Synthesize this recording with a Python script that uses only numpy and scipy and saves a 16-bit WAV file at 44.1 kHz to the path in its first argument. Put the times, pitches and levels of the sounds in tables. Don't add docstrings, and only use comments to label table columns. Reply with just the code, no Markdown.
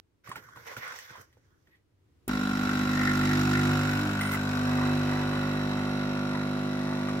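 import sys
import numpy as np
from scipy import signal
from scipy.fft import rfft, irfft
from scipy.io import wavfile

SR = 44100
rng = np.random.default_rng(int(sys.argv[2]) if len(sys.argv) > 2 else 0)


def inscribe(sig):
    pcm = np.round(np.clip(np.atleast_2d(sig).T, -1, 1) * 32767)
    wavfile.write(sys.argv[1], SR, pcm.astype(np.int16))


N = 317520
T = np.arange(N) / SR
MAINS_HZ, PUMP_ON_S = 50, 2.277
PERIOD_MS = 1000 / MAINS_HZ
SIDES = np.array([[1], [-1]])


def undb(db):
    return 10 ** (np.asarray(db) / 20)


def unit(x):
    return x / np.sqrt(np.mean(x ** 2))


def curve(table):
    t_s, value = np.transpose(table)
    return np.interp(T, t_s, value)


def bump(at_s, width_s):
    return np.exp(-((T - at_s) / width_s) ** 2)


def touch(start_s, length_s, attack_s, release_s):
    attack = np.clip((T - start_s) / attack_s, 0, 1)
    return attack * np.exp(-np.maximum(T - start_s - length_s, 0) / release_s)


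def walk(rate_hz):
    points = rng.standard_normal(int(N / SR * rate_hz) + 4)
    points = np.convolve(points, [.5, .7, .5], "same")
    return np.interp(T * rate_hz, np.arange(len(points)), points)


def pair(alike):
    mid, side = rng.standard_normal((2, N))
    return np.sqrt(alike) * mid + np.sqrt(1 - alike) * side * SIDES


def crackle(per_s, spread_db):
    chance = rng.random((3, N))
    slips = chance[0] < per_s / SR
    size = undb(-spread_db * np.log(chance[2] + 1e-4))
    return slips * np.sign(chance[1] - .5) * size


def colour(x, spectrum):
    hz, db = np.transpose(spectrum)
    f_hz = np.arange(N // 2 + 1) * SR / N + 1
    gain = undb(np.interp(np.log(f_hz), np.log(hz), db))
    return irfft(rfft(x) * gain, N)


def rings(x, modes):
    out = 0
    for k, (hz, width_hz, db) in enumerate(modes):
        out = out + (-1) ** k * undb(db) * signal.lfilter(*signal.iirpeak(hz, hz / width_hz, SR), x)
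    return out


def split(x, hz, kind, order):
    return signal.sosfilt(signal.butter(order, hz, kind, fs=SR, output="sos"), x)


# f/Hz, relative level/dB per Hz
ROOM_TONE = [(15, -39), (25, -15), (33, -17), (64, -8.5), (82, -2.5), (104, 0.5), (130, -8), (205, -18.5),
             (324, -12), (654, -28), (1320, -31.5), (6490, -43), (15800, -50)]
ROOM_TONE_DB = -69


def kitchen():
    mid, side = (colour(rng.standard_normal(N), ROOM_TONE) for _ in range(2))
    side = split(side, 400, "high", 1)
    return unit(mid + side * SIDES) * undb(ROOM_TONE_DB + 2.0 * walk(5.16))


# start t/s, length/s, rub level/dB, skin hiss level/dB
RUBS = [(0.235, 0.068, -53, -58.5), (0.346, 0.016, -45, -51), (0.412, 0.12, -58, -66),
        (0.543, 0.11, -53.5, -57.5), (0.649, 0.088, -42, -52), (0.757, 0.017, -43, -48),
        (0.804, .12, -42, -54), (0.94, .12, -52.5, -53), (1.071, 0.14, -50, -58), (1.266, 0.4, -79, -82),
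        (1.648, .12, -77, -82)]
# t/s, level/dB
THUDS = [(.285, -48), (.355, -48.5), (.56, -52), (.765, -43), (.92, -60), (1.1, -57), (1.174, -53),
         (1.675, -63)]
# f/Hz, width/Hz, relative level/dB
PLASTIC = [(490, 70, -2), (1050, 160, -1), (1453, 180, 4), (1985, 400, 0.5), (3110, 100, -5.5),
           (3380, 310, -9), (5870, 1040, -6), (12600, 740, -10), (14600, 2000, -19.5)]
# f/Hz, width/Hz, relative level/dB
SQUEAK_MODE = [(1940, 57, 0)]
SQUEAK_S, SQUEAK_LENGTH_S, SQUEAK_DB = 1.7, 0.046, -66.5
LEAN_S, LEAN_LENGTH_S, LEAN_DB = 0.24, 0.68, -64.5
RUB_ATTACK_S, RUB_RELEASE_S = 0.028, 0.027
THUD_ATTACK_S, THUD_RELEASE_S = 0.0069, 0.02


def rub_envelope(start_s, length_s):
    return touch(start_s, length_s, RUB_ATTACK_S, RUB_RELEASE_S)


def counter_thuds():
    level = undb(LEAN_DB) * rub_envelope(LEAN_S, LEAN_LENGTH_S)
    for s, db in THUDS:
        level = level + undb(db) * touch(s, THUD_ATTACK_S, THUD_ATTACK_S, THUD_RELEASE_S)
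    noise = rng.standard_normal(N) * undb(2 * walk(30))
    return level * unit(rings(noise, [(114, 23, 2), (420, 270, -12)]))


def hand():
    rub, hiss = sum(undb(dbs)[:, None] * rub_envelope(s, length) for s, length, *dbs in RUBS)
    judder = signal.lfilter([1], [1, -.993], np.abs(crackle(90, 4.9)))
    slips = pair(0.4) + .5 * unit(crackle(900, 1.9))
    slips = slips * (3.7 + unit(judder))
    body = undb(-29.0) * slips
    for k, mode in enumerate(PLASTIC):
        body = body + (-1) ** k * undb(3.3 * walk(29.8)) * rings(slips, [mode])
    low, high = (split(body, 2800, kind, 3) for kind in ("low", "high"))
    squeak = undb(SQUEAK_DB) * rub_envelope(SQUEAK_S, SQUEAK_LENGTH_S) * unit(rings(slips, SQUEAK_MODE))
    return rub * unit(low) + hiss * unit(high) + counter_thuds() + squeak


# t/s, level/dB, ring f/Hz, crack level/dB re the knock
KNOCKS = [(0.274, -36.5, 1150, -22), (0.292, -41, 1900, -2), (0.302, -40, 1220, -24),
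          (0.315, -26.5, 1074, -30), (0.357, -30.5, 1380, -13), (0.366, -38.5, 880, -20),
          (0.487, -42.5, 1120, -31), (0.559, -38.5, 1140, -25), (0.572, -40, 980, -27),
          (0.666, -39, 1420, -13), (0.725, -39, 1490, -19), (0.766, -30, 1450, -16),
          (0.811, -49, 1620, -22), (0.841, -35.5, 1530, -16), (0.877, -32, 1470, -13),
          (0.922, -33.5, 1530, -16), (0.988, -35.5, 1860, -5.5), (1.105, -40, 1520, -20),
          (1.154, -36, 1020, -39), (1.212, -54, 1560, 7), (1.327, -58, 1920, -10), (1.37, -51.5, 495, -30),
          (1.672, -58, 1860, -20), (1.756, -60, 1960, -28), (2.279, -26, 370, -1.5),
          (4.211, -24, 2110, -22), (4.317, -37, 1960, -12), (4.344, -25, 1300, -13),
          (7.086, -25, 1198, -34)]


def knocks():
    out, t = np.zeros(N + 4096), T[:4096]
    for s, db, hz, crack_db in KNOCKS:
        noise = rng.standard_normal((2, len(t)))
        ring = np.sin(2 * np.pi * hz * t) * np.exp(-t / 0.0041)
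        overtone = .5 * np.sin(2 * np.pi * 1.65 * hz * t) * np.exp(-t / 0.0021)
        tail = 0.68 * signal.lfilter(*signal.iirpeak(hz, 1.2, SR), noise[0]) * np.exp(-t / 0.019)
        crack = undb(crack_db) * np.diff(noise[1], prepend=0) * 0.7 * np.exp(-t / 0.0046)
        onset = 1 - np.exp(-t / 0.00037)
        start = int(s * SR)
        out[start:start + len(t)] += undb(db) * (ring + overtone + tail + crack) * onset
    return out[:N]


# level/dB at rest, then dB added at full pressure, at full stroke, at the top of the swell
BOOM = [(-51, -3.5, 1.2, 2.5), (-48, 0.5, 7.5, 8.5), (-43.5, 4.5, 13, 1.1), (-35.5, -4, -2.5, 3),
        (-30.5, -5, 6.5, -3), (-41, -10, 1.2, 1), (-49.5, 4.5, 25, -13)]
WAVERS = {1: [(2.33, 0.047, 8)], 4: [(3.86, 0.16, -12), (4.92, 0.43, -11.5)], 5: [(4.2, 0.2, -2.5),
          (4.75, 0.32, 4)], 6: [(3.4, 0.13, 5), (4.05, 0.089, 10), (4.65, 0.1, -8.5)]}


def boom(back, state, loose):
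    levels_db = np.array(BOOM) @ state
    for k, wavers in WAVERS.items():
        levels_db[k - 1] += sum(db * bump(s, width) for s, width, db in wavers)
    out = 0
    for k, db in enumerate(levels_db, start=1):
        level = np.sqrt(2) * undb(db + 0.39 * loose * walk(25.55))
        drift_rad = 0.063 + loose * (2.37 * walk(1.26) + 0.089 * walk(8.9))
        out = out + level * np.cos(2 * np.pi * k * back + drift_rad)
    return out


def rumble(loose):
    noise = rng.standard_normal(N)
    return undb(-49 + 7.6 * loose) * unit(rings(noise, [(74.0, 32, -1), (197, 163, 1), (607, 890, -10)]))


# level/dB re the buzz when pumping freely, level/dB re the buzz against the coffee
PARTIALS = [(-12, -2.5), (-22, -4.5), (-21, -7), (-15.5, 3), (-20, -5), (-19, 3.5), (-20, -11.5),
            (-6.5, -8), (-15.5, -20), (-17, -15), (-16.5, -9), (-16, -60), (-15, -9.5), (-14, -18),
            (-9.5, -20), (-15, -6), (-42, 0)]
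SPREAD_RAD = .012


def buzz(back, pressure, loose):
    out = 0
    for k, (free_db, loaded_db) in enumerate(PARTIALS, start=8):
        db = free_db + pressure * (loaded_db - free_db) + 2 * loose * walk(12)
        drift_rad = loose * (2.0 * walk(0.56) + 0.76 * walk(13))
        out = out + undb(db) * np.cos(2 * np.pi * k * back - SPREAD_RAD * k ** 2 + drift_rad)
    return out


# delay after strike/ms, level/dB, noise decay/ms
BOUNCES = [(0, 2.5, 0.8), (1.6, -7.5, 4.5), (3.8, -5.5, 1.6), (9.5, -9, 1.44)]


def strike_ticks(strike, loose):
    uneven = undb(1.5 * loose * rng.standard_normal(N))
    ticks = []
    for at_ms, db, _ in BOUNCES:
        hit = np.diff(np.floor(strike - at_ms / PERIOD_MS), prepend=0) > 0
        ticks.append(undb(db) * uneven * hit)
    return ticks


def strike_gate(strike, loose):
    gate = 0.31
    for at_ms, db, decay_ms in BOUNCES:
        gate = gate + undb(db) * np.exp(-((strike * PERIOD_MS - at_ms) % PERIOD_MS) / decay_ms)
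    stroke_number = (strike - strike.min()).astype(int)
    return gate * undb(0.52 * loose * rng.standard_normal(N // 800)[stroke_number])


# f/Hz, width/Hz, relative level/dB
BRACKET_FREE = [(1385, 47, 3), (1700, 53, -18)]
# f/Hz, width/Hz, relative level/dB
BRACKET_LOADED = [(1455.5, 10, 21.5), (1220, 120, -10.5), (1522, 9, 3.5)]


def bracket(tick, pressure):
    free = unit(rings(rings(tick, [(1396, 480, 0)]), BRACKET_FREE))
    loaded = unit(rings(rings(tick, [(1293, 190, 0)]), BRACKET_LOADED))
    return (1 - pressure) * free + undb(-2.0) * pressure * loaded


def stroke_habit():
    frames = pair(.7).reshape(2, -1, SR // MAINS_HZ)
    return unit(signal.lfilter([1], [1, -.97], frames, axis=1).reshape(2, N))


# f/Hz, width/Hz, relative level/dB
PANELS = [(731, 56, 0.5), (970, 310, -3.5), (1477, 159, 6), (1906, 103, -3), (2175, 840, -9)]


def rattle(gate, habit, alike):
    fresh = pair(0.86) + 0.46 * unit(crackle(1500, 1.2))
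    return unit(rings(gate * (np.sqrt(alike) * habit + np.sqrt(1 - alike) * fresh), PANELS))


# t/s, width/s, level/dB
RASPS = [(3.15, 0.54, -35.5), (5.5, .6, -51)]
# f/Hz, width/Hz, relative level/dB
RASP_MODES = [(1820, 160, 8.5), (2050, 210, 6)]


def rasp(gate):
    level = sum(undb(db) * bump(s, width) for s, width, db in RASPS)
    return level * unit(rings(gate * pair(.7) * undb(6.4 * walk(20)), RASP_MODES))


# f/Hz, relative level/dB per Hz
CHATTER = [(1060, -13.5), (1800, 0), (3490, -2), (4010, -2.5), (4630, -4.5), (7500, -14.5), (8290, -31.5),
           (9080, -27), (10900, -28.5), (14600, -28.5), (15800, -44)]
# f/Hz, width/Hz, relative level/dB
VALVE = [(1930, 90, -1), (2450, 40, -5), (2610, 50, 0), (3260, 60, -8), (3950, 130, 0), (4300, 90, -5),
         (5600, 200, -7), (7300, 250, -14), (9400, 400, -21), (13000, 600, -20)]


def chatter(gate, habit, alike, ticks, bright_db, pressure):
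    shake = gate * (np.sqrt(alike) * habit + np.sqrt(1 - alike) * pair(0.25))
    hiss = colour(shake, CHATTER)
    hiss = hiss + undb(bright_db) * unit(gate) ** 0.33 * split(hiss, 8000, "high", 2)
    housing = unit(rings(shake, VALVE)) + undb(-12.0) * unit(rings(sum(ticks), VALVE))
    return unit(hiss) + undb(4 * pressure - 4) * housing


# t/s, stroke length 0-1
STROKE = [(2.5, 0.07), (2.95, .48), (3.4, 0.88), (3.7, 0.93), (3.9, 0.64), (4.15, 0.1), (4.5, .19),
          (4.7, 0.52), (4.95, 0.66), (5.45, 0.4), (6.2, 0.21), (7.2, .13)]
# t/s, water pressure 0-1
PRESSURE = [(3.2, 0.06), (4.2, 0.42), (5.2, .53), (6.35, 0.66)]
# level/dB at rest, then dB added at full pressure, at full stroke, at the top of the swell
BUZZ_DB = (-39.5, -3.5, 5, 1)
BRACKET_DB = (-37.5, -8.5, 3, 0.2)
RATTLE_DB = (-43.5, -5.5, 1, 8.5)
CHATTER_DB = (-44, -8.5, 5, 1)
BRIGHT_DB = (7.5, -4, -1.5, 6)
SWELL_S, SWELL_WIDTH_S = 4.09, 1.59
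STRIKE_MS, LONG_STROKE_MS, PRESSED_MS = 12, .6, -.9
RETURN_MS = 5.43


def pump():
    stroke, pressure = curve(STROKE), curve(PRESSURE)
    state = np.array([np.ones(N), pressure, stroke, bump(SWELL_S, SWELL_WIDTH_S)])
    level_tables = np.array([BUZZ_DB, BRACKET_DB, RATTLE_DB, CHATTER_DB, BRIGHT_DB])
    buzz_db, bracket_db, rattle_db, chatter_db, bright_db = level_tables @ state
    loose = 1 - .9 * pressure

    strike = MAINS_HZ * T - (STRIKE_MS + LONG_STROKE_MS * stroke + PRESSED_MS * pressure) / PERIOD_MS
    alternate = 0.002 * np.sin(np.pi * MAINS_HZ * T)
    back = MAINS_HZ * T - RETURN_MS / PERIOD_MS + alternate + 0.0017 * loose * walk(40)

    ticks = strike_ticks(strike, loose)
    gate = strike_gate(strike, loose)
    habit = stroke_habit()
    alike = np.clip(.2 + 1.1 * pressure ** 2, 0, .97)

    out = boom(back, state, loose) + rumble(loose)
    out = out + undb(buzz_db) * buzz(back, pressure, loose)
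    out = out + undb(bracket_db) * bracket(ticks[0], pressure)
    out = out + rasp(gate)
    out = out + undb(rattle_db) * rattle(gate, habit, alike)
    out = out + undb(chatter_db) * chatter(gate, habit, alike, ticks, bright_db, pressure)
    return out * np.clip((T - PUMP_ON_S) / 0.0091, 0, 1)


# start t/s, length/s, bite at the start/dB,
# then level/dB of rings near 9 kHz, at 12-15 kHz, near 2 kHz, and of the broad hiss
FOIL = [(4.207, 0.095, 9.5, -51.5, -58, -42.5, -66), (4.312, 0.038, -10, -59, -48, -37.5, -42.5)]
# f/Hz, width/Hz, relative level/dB
FOIL_RINGS = [
    [(8970, 90, 5), (9300, 84, -3)],
    [(12100, 300, -5), (14800, 200, -1)],
    [(2020, 57, 0)],
]
FOIL_ATTACK_S, FOIL_RELEASE_S, FOIL_BITE_S = 0.0045, .012, 0.0057
FOIL_PANS_DB = (5., 0., -3.)


def foil():
    scrape = pair(0.25) + unit(crackle(800, 1.5))
    levels = 0
    for s, length, bite_db, *dbs in FOIL:
        hold = touch(s, length, FOIL_ATTACK_S, FOIL_RELEASE_S)
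        bite = undb(bite_db) * touch(s, FOIL_ATTACK_S, FOIL_ATTACK_S, FOIL_BITE_S)
        levels = levels + undb(dbs)[:, None] * (hold + bite)
    *ring_levels, hiss_level = levels
    out = hiss_level * unit(scrape)
    for level, group, pan_db in zip(ring_levels, FOIL_RINGS, FOIL_PANS_DB):
        out = out + level * undb(pan_db * SIDES) * unit(rings(scrape, group))
    return out


# t/s, level/dB
TRICKLE = [(4.5, -54), (4.7, -40.5), (5.3, -42.5), (6.3, -46), (6.6, -48.5), (7.2, -47.5)]


def trickle():
    pops = crackle(500, 2) * undb(3 * walk(25))
    bubbles = rings(pops, [(816, 210, -14.5), (915, 110, -5), (1127, 340, -10.5), (1980, 130, -10.5)])
    return undb(curve(TRICKLE)) * unit(bubbles) * (T > TRICKLE[0][0])


def counter(near, t60_s=0.06, wet_db=-5.0):
    t = T[:int(.15 * SR)]
    echoes = rng.standard_normal(len(t)) * undb(-60 * t / t60_s) * (t > .0006)
    echoes = split(unit(echoes) / np.sqrt(len(t)), 500, "high", 2)
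    direct = np.array([near[0], np.roll(near[1], 5)])
    wet = signal.fftconvolve(near.mean(axis=0), echoes)[:N]
    return direct + undb(wet_db) * wet * SIDES


HAND_PAN_DB = -4


def scene():
    machine = (pump() + trickle()) * undb(-.3 * SIDES)
    pan_db = HAND_PAN_DB * (T < PUMP_ON_S)
    handling = (hand() + knocks()) * undb(pan_db * SIDES / 2)
    return counter(machine + foil() + handling) + kitchen()


TOP_HZ = 15800


def record(dry):
    return signal.sosfilt(signal.ellip(12, .2, 90, TOP_HZ, fs=SR, output="sos"), dry)


dry = scene()
out = record(dry)
inscribe(out)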